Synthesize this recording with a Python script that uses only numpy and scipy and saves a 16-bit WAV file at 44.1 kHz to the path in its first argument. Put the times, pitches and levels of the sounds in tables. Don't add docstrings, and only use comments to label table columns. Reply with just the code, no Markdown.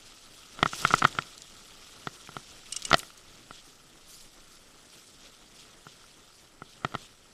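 import sys
import numpy as np
from scipy import signal
from scipy.fft import rfft, irfft, next_fast_len
from scipy.io import wavfile
from scipy.ndimage import uniform_filter1d, map_coordinates

SR = 44100
rng = np.random.default_rng(int(sys.argv[2]) if len(sys.argv) > 2 else 0)


def digitize_waveform(pressure):
    field = np.atleast_2d(pressure).T
    bounded = np.clip(field, -1, 1)
    quanta = np.round(bounded * 32767).astype(np.int16)
    wavfile.write(sys.argv[1], SR, quanta)


N = 323473


def amp(db):
    return 10 ** (np.asarray(db) / 20)


def unit(x):
    return x / np.sqrt(np.mean(x ** 2) + 1e-20)


def peak_one(x):
    return x / np.abs(x).max()


def wobble(rate):
    knots = rng.standard_normal(int(N * rate / SR) + 4)
    return map_coordinates(knots, [np.arange(N) * rate / SR])


def filtered(x, response):
    size = next_fast_len(len(x) + 8192)
    spectrum = rfft(x, size) * response(np.fft.rfftfreq(size, 1 / SR))
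    return irfft(spectrum, size)[:len(x)]


def coloured(x, points):
    f, db = np.transpose(points)

    def response(hz):
        return amp(np.interp(np.log(hz + 1), np.log(f), db, left=-120, right=-120))
    return unit(filtered(x, response))


def grains(rate, spread_db):
    size = amp(spread_db * np.minimum(rng.exponential(size=N), 3))
    struck = rng.random(N) < rate / SR
    return unit(struck * size * rng.choice([-1, 1], N))


def ring(modes, t, scatter_db, detune):
    hz, db, t60 = np.transpose(modes)[:, :, None]
    level, pitch = rng.standard_normal((2, len(modes), 1))
    decay = amp(db + scatter_db * level - 60 * t / t60)
    return np.sum(decay * np.sin(2 * np.pi * hz * (1 + detune * pitch) * t), axis=0)


def add(track, s, sound):
    part = track[round(s * SR):][:len(sound)]
    part += sound[:len(part)]


# t/s, crunch level/dB
TYRE_LOAD = [(0, -57), (0.52, -56), (0.63, -52.5), (0.85, -40), (1.02, -45.5), (1.15, -49.5), (1.35, -54.5),
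             (2.6, -54), (2.88, -50), (3.0, -51.5), (3.12, -57.5), (3.9, -60.5), (5.2, -59.5), (6.1, -59),
             (6.55, -64), (6.95, -59), (7.2, -63), (7.33, -63)]


def tyre_load():
    s, db = np.transpose(TYRE_LOAD)
    return np.interp(np.arange(N) / SR, s, db)


def follow(cruise_db, slope):
    cruising_load_db = -57
    return amp(cruise_db + slope * (tyre_load() - cruising_load_db))


# t/s, crunch level/dB, spray level/dB
SNOW_SURGES = [(0.09, -57, -66), (0.37, -64, -59), (0.78, -44, -45.5), (2.13, -66, -59), (3.0, -57, -52),
               (3.56, -53.5, -68), (3.67, -59.5, -61), (4.12, -58, -51), (4.22, -57.5, -57),
               (4.53, -63, -60), (4.95, -58.5, -60), (5.08, -62, -60), (5.24, -55, -73), (5.6, -54, -63),
               (5.9, -59.5, -69), (6.38, -62.5, -62.5), (6.71, -58.5, -68), (7.02, -54.5, -62)]


def surges():
    rise_s, fall_s = .035, .051
    s, crunch_db, spray_db = np.transpose(SNOW_SURGES)
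    t = np.arange(N) / SR - s[:, None]
    power = np.exp(-np.minimum((t / np.where(t < 0, rise_s, fall_s)) ** 2, 20))
    return np.sqrt(amp([crunch_db, spray_db]) ** 2 @ power)


def patchy(x, depth_db):
    bins = signal.stft(x, nperseg=256)[2]
    field = uniform_filter1d(rng.standard_normal(bins.shape), size=5, axis=0)
    field = uniform_filter1d(field, size=7, axis=1)
    return signal.istft(bins * amp(depth_db * unit(field)), nperseg=256)[1][:N]


# f/Hz, relative spectral level/dB
CRUNCH_SPECTRUM = [(900, -19.5), (1800, -13), (2400, -5.5), (3300, 0), (4300, -4.5), (5400, -4),
                   (6700, -7.5), (8000, -7.5), (10000, -31), (15000, -49)]
# f/Hz, relative spectral level/dB
SPRAY_SPECTRUM = [(3000, -23), (4500, -0.5), (5500, 0), (7000, -4.5), (9500, -2), (11500, -8),
                  (14000, -13.5), (15500, -28)]


def tyres():
    surge_crunch, surge_spray = surges()
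    clumps = wobble(90)
    crystals = patchy(grains(rate=1500, spread_db=3) + .725 * rng.standard_normal(N), depth_db=2)
    powder = patchy(grains(rate=2500, spread_db=.5) + .82 * rng.standard_normal(N), depth_db=3)
    crunch_gain = np.hypot(amp(tyre_load()), surge_crunch) * amp(clumps + .48 * wobble(18))
    spray_gain = np.hypot(follow(cruise_db=-62, slope=.7), surge_spray)
    spray_gain *= amp(.8 * clumps + .46 * wobble(36))
    crunch = crunch_gain * coloured(crystals, CRUNCH_SPECTRUM)
    spray = spray_gain * coloured(powder, SPRAY_SPECTRUM)
    return crunch + spray


# t/s, rms level at the centre/dB, Gaussian half length/s
CRUST_BREAKS = [(0.676, -40.5, .014), (0.734, -43.5, 0.0066), (0.881, -36, 0.0089), (0.93, -36, 0.012),
                (0.986, -34.5, 0.0083), (1.078, -46, 0.0098), (2.884, -41, 0.0042), (2.907, -37, .004)]
# f/Hz, relative spectral level/dB
CRUST_SPECTRUM = [(900, -6), (2000, -7.5), (3300, 4.5), (4300, 1), (6000, 4.5), (8000, -1.5), (10500, -14),
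                  (15000, -28.5)]


def crusts():
    t = np.arange(N) / SR
    swell = sum(amp(db) * np.exp(-((t - s) / length) ** 2 / 2) for s, db, length in CRUST_BREAKS)
    grain_power = uniform_filter1d(grains(rate=640, spread_db=3) ** 2, size=50)
    shards = rng.standard_normal(N) * np.sqrt(np.abs(grain_power))
    return swell * coloured(shards, CRUST_SPECTRUM)


# f/Hz, bandwidth/Hz, relative level/dB
CASE_MODES = [(146.3, 43, -4.5), (377, 240, -12.5), (371.4, 58, -12), (826, 280, -10.5), (914, 590, -26),
              (1239, 287, -1.5), (1374.5, 226, 1), (1866, 84, -8), (1998, 460, -11.5), (3330, 1000, -17),
              (3940, 699, -41), (6970, 1200, -33.5)]


def case_response(hardness_db, weight_db, change):
    size = SR // 10
    f = np.fft.rfftfreq(size, 1 / SR)
    hz, width, db = np.transpose(CASE_MODES)[:, :, None]
    weight = np.interp(hz, [600, 1100], [weight_db, 0])
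    hardness = np.interp(hz, [1500, 3000], [0, hardness_db])
    pitch, level = change * rng.standard_normal((2, len(CASE_MODES), 1))
    db = db + weight + hardness + .7 * level
    hz = hz * (1 + .012 * pitch)
    sign = (-1) ** np.arange(len(CASE_MODES))[:, None]
    modes = sign * amp(db) * 1j * f * width / (hz ** 2 - f ** 2 + 1j * f * width)
    blow = irfft(modes.sum(0) / (1 + 1j * f / 7000) ** 4, size)
    return signal.sosfilt(signal.butter(4, 8500, fs=SR, output="sos"), blow)


# t/s, level/dB, hardness/dB, weight/dB
CASE_KNOCKS = [(0.5904, -30, 7.5, 6), (0.6287, -6, 9, 4.5), (0.6586, -11, -6, -2),
               (0.733, -22.5, -4.5, 0.5), (0.8253, -31, -14, 10), (0.8502, -5.5, -1.5, -7),
               (0.9059, -17, -20.5, -1), (0.9114, -18.5, -19.5, -1), (0.9389, -3.5, -7.5, -5),
               (1.0198, -15, -7.5, -2.5), (1.0237, -11, -7.5, 2.5), (1.0422, -14, 8.5, 9),
               (1.047, -22.5, 16, -14), (1.0505, -3.5, -2.5, -3.5), (1.1504, -31.5, 6, 3),
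               (1.187, -12, 3.5, -5), (2.0714, -20, 4.5, 10), (2.2906, -33, -8, 15), (2.3668, -24, 3.5, 10),
               (2.914, -12, -1.5, -3), (2.9298, -8, 15.5, -1), (2.9422, -7, 15, -9), (3.031, -33, 10, -13),
               (3.103, -41, 0, -13), (3.5089, -32, 2, 6), (5.8679, -35, -13, 13), (6.0405, -43, -3, -10),
               (6.6198, -28.5, -11, 10), (6.8475, -14.5, 6, 7), (6.923, -36, 3, -4), (6.942, -26, 5, 8),
               (6.951, -16, 1.5, 4)]
# f/Hz, relative level/dB, t60/s
BUCKLE_MODES = [(347.6, -1.5, 0.0204), (683, 4.5, 0.025), (1092, -7, 0.0094), (1880, 5, 0.03),
                (2680, -11.5, 0.016), (3150, -10.5, 0.0186), (3730, -8, .012), (4660, -7, .012)]


def knocks():
    out, t = np.zeros(N), np.arange(SR // 16) / SR
    plain_peak = np.abs(case_response(0, 0, change=0)).max()
    graze_spectrum = [(1200, -8), (2000, -3), (3400, .5), (4500, -5), (5500, -13), (8000, -19.5), (9500, -57)]
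    for s, db, hardness_db, weight_db in CASE_KNOCKS:
        # delay in s, share of the amplitude
        for delay, share in [(0, 1), (.00064, .14), (.00286, .25)]:
            blow = case_response(hardness_db / 2, weight_db / 2, change=1.5) / plain_peak
            add(out, s + delay, amp(db) * share * blow)
        graze = coloured(rng.standard_normal(len(t)), graze_spectrum)
        graze *= amp(-60 * t / .016) * (1 - np.exp(-t / .0004))
        buckle = ring(BUCKLE_MODES, t, scatter_db=2.5, detune=.02)
        clatter = amp(-28.5) * buckle + amp(-18) * graze
        add(out, s + .0003, amp(db + hardness_db) * clatter)
    return out


def shake():
    t, time_constant_s = np.arange(N) / SR, .043
    jolts = [amp(db) * np.exp(-np.abs(t - s) / time_constant_s) for s, db, _, _ in CASE_KNOCKS]
    return np.max(jolts, axis=0)


# f/Hz, relative spectral level/dB
RUMBLE_SPECTRUM = [(15, 20.5), (28, 7), (50, -1.5), (120, 0.5), (350, -0.5), (650, -4.5), (1000, -8.5),
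                   (2000, -9), (3500, -25)]


def ride():
    jolt = shake()
    rumble = amp(1.5 * wobble(25)) * coloured(rng.standard_normal(N), RUMBLE_SPECTRUM)
    case = case_response(hardness_db=-4, weight_db=-13, change=0)
    chatter = unit(signal.fftconvolve(grains(rate=170, spread_db=3.5), case)[:N])
    rumble_gain = np.hypot(follow(cruise_db=-58, slope=.43), amp(-37) * jolt)
    chatter_gain = np.hypot(follow(cruise_db=-65.5, slope=.85), amp(-41.5) * jolt)
    return rumble_gain * rumble + chatter_gain * chatter


# t/s, peak level of the main contact/dB
GEAR_SHIFTS = [(2.7245, -18), (2.7634, -16.5), (2.851, -19.5)]
# f/Hz, relative level/dB, t60/s
SHIFTER_MODES = [(2250, -13, .05), (2890, -6, .055), (4600, -10, .025), (5000, -6, .025), (5300, -6, .035),
                 (5700, 0, .025), (6500, -5, .025), (7200, -5, .025), (8150, -2, .025), (8800, -7, .035)]


def shifts():
    out, t = np.zeros(N), np.arange(SR // 8) / SR
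    scrape_spectrum = [(1500, -30), (3000, -9), (6000, -.5), (8500, 0), (10000, -13), (15000, -35)]
    for s, db in GEAR_SHIFTS:
        # delay in s, level in dB
        for delay, contact_db in [(-.0017, -8), (.0003, 0), (.0028, -7)]:
            scrape = coloured(rng.standard_normal(len(t)), scrape_spectrum)
            scrape *= amp(-60 * t / .012)
            steel = ring(SHIFTER_MODES, t, scatter_db=3, detune=.01)
            onset = 1 - np.exp(-t / .0003)
            click = (peak_one(steel) + .6 * peak_one(scrape)) * onset
            add(out, s + delay, amp(db + contact_db) * peak_one(click))
    return out


# t/s, peak level/dB, centre f/Hz, t60/s
SMALL_TICKS = [(0.69, -38, 3500, .01), (0.8182, -24.5, 6750, 0.016), (0.951, -23, 5960, 0.01),
               (1.0737, -29, 6960, 0.019), (1.127, -33, 3220, 0.0085), (1.2224, -27, 3280, 0.0062),
               (1.3793, -31, 5450, .01), (1.42, -30.5, 5130, .008), (2.274, -35, 1940, 0.017),
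               (2.8219, -24.5, 4400, 0.0049), (2.826, -26, 5000, 0.0049), (2.9693, -28.5, 8000, 0.013),
               (2.982, -28.5, 7100, 0.018), (2.9923, -21.5, 6770, 0.01), (2.997, -29.5, 2900, 0.024),
               (3.176, -38, 6500, 0.036)]


def ticks():
    out, t = np.zeros(N), np.arange(SR // 20) / SR
    for s, db, pitch_hz, t60 in SMALL_TICKS:
        ping = filtered(rng.standard_normal(len(t)),
                        lambda hz: np.exp(-(np.log((hz + 1) / pitch_hz) / .5) ** 2))
        add(out, s, amp(db) * peak_one(ping * amp(-60 * t / t60)))
    return out


def whine():
    frequency_hz = 7693 + 3 * wobble(9.4)
    phase = 2 * np.pi * np.cumsum(frequency_hz) / SR
    return amp(-71.5 + 1.5 * wobble(6)) * np.sin(phase)


def scene():
    return (tyres() + crusts() + knocks() + ride() + shifts() + ticks() + whine())[None]


def record(dry):
    top_hz = 15800
    rounded = dry[0] / (1 + dry[0] ** 4) ** (1 / 4)
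    return filtered(rounded, lambda hz: hz < top_hz)[None]


dry = scene()
out = record(dry)
digitize_waveform(out)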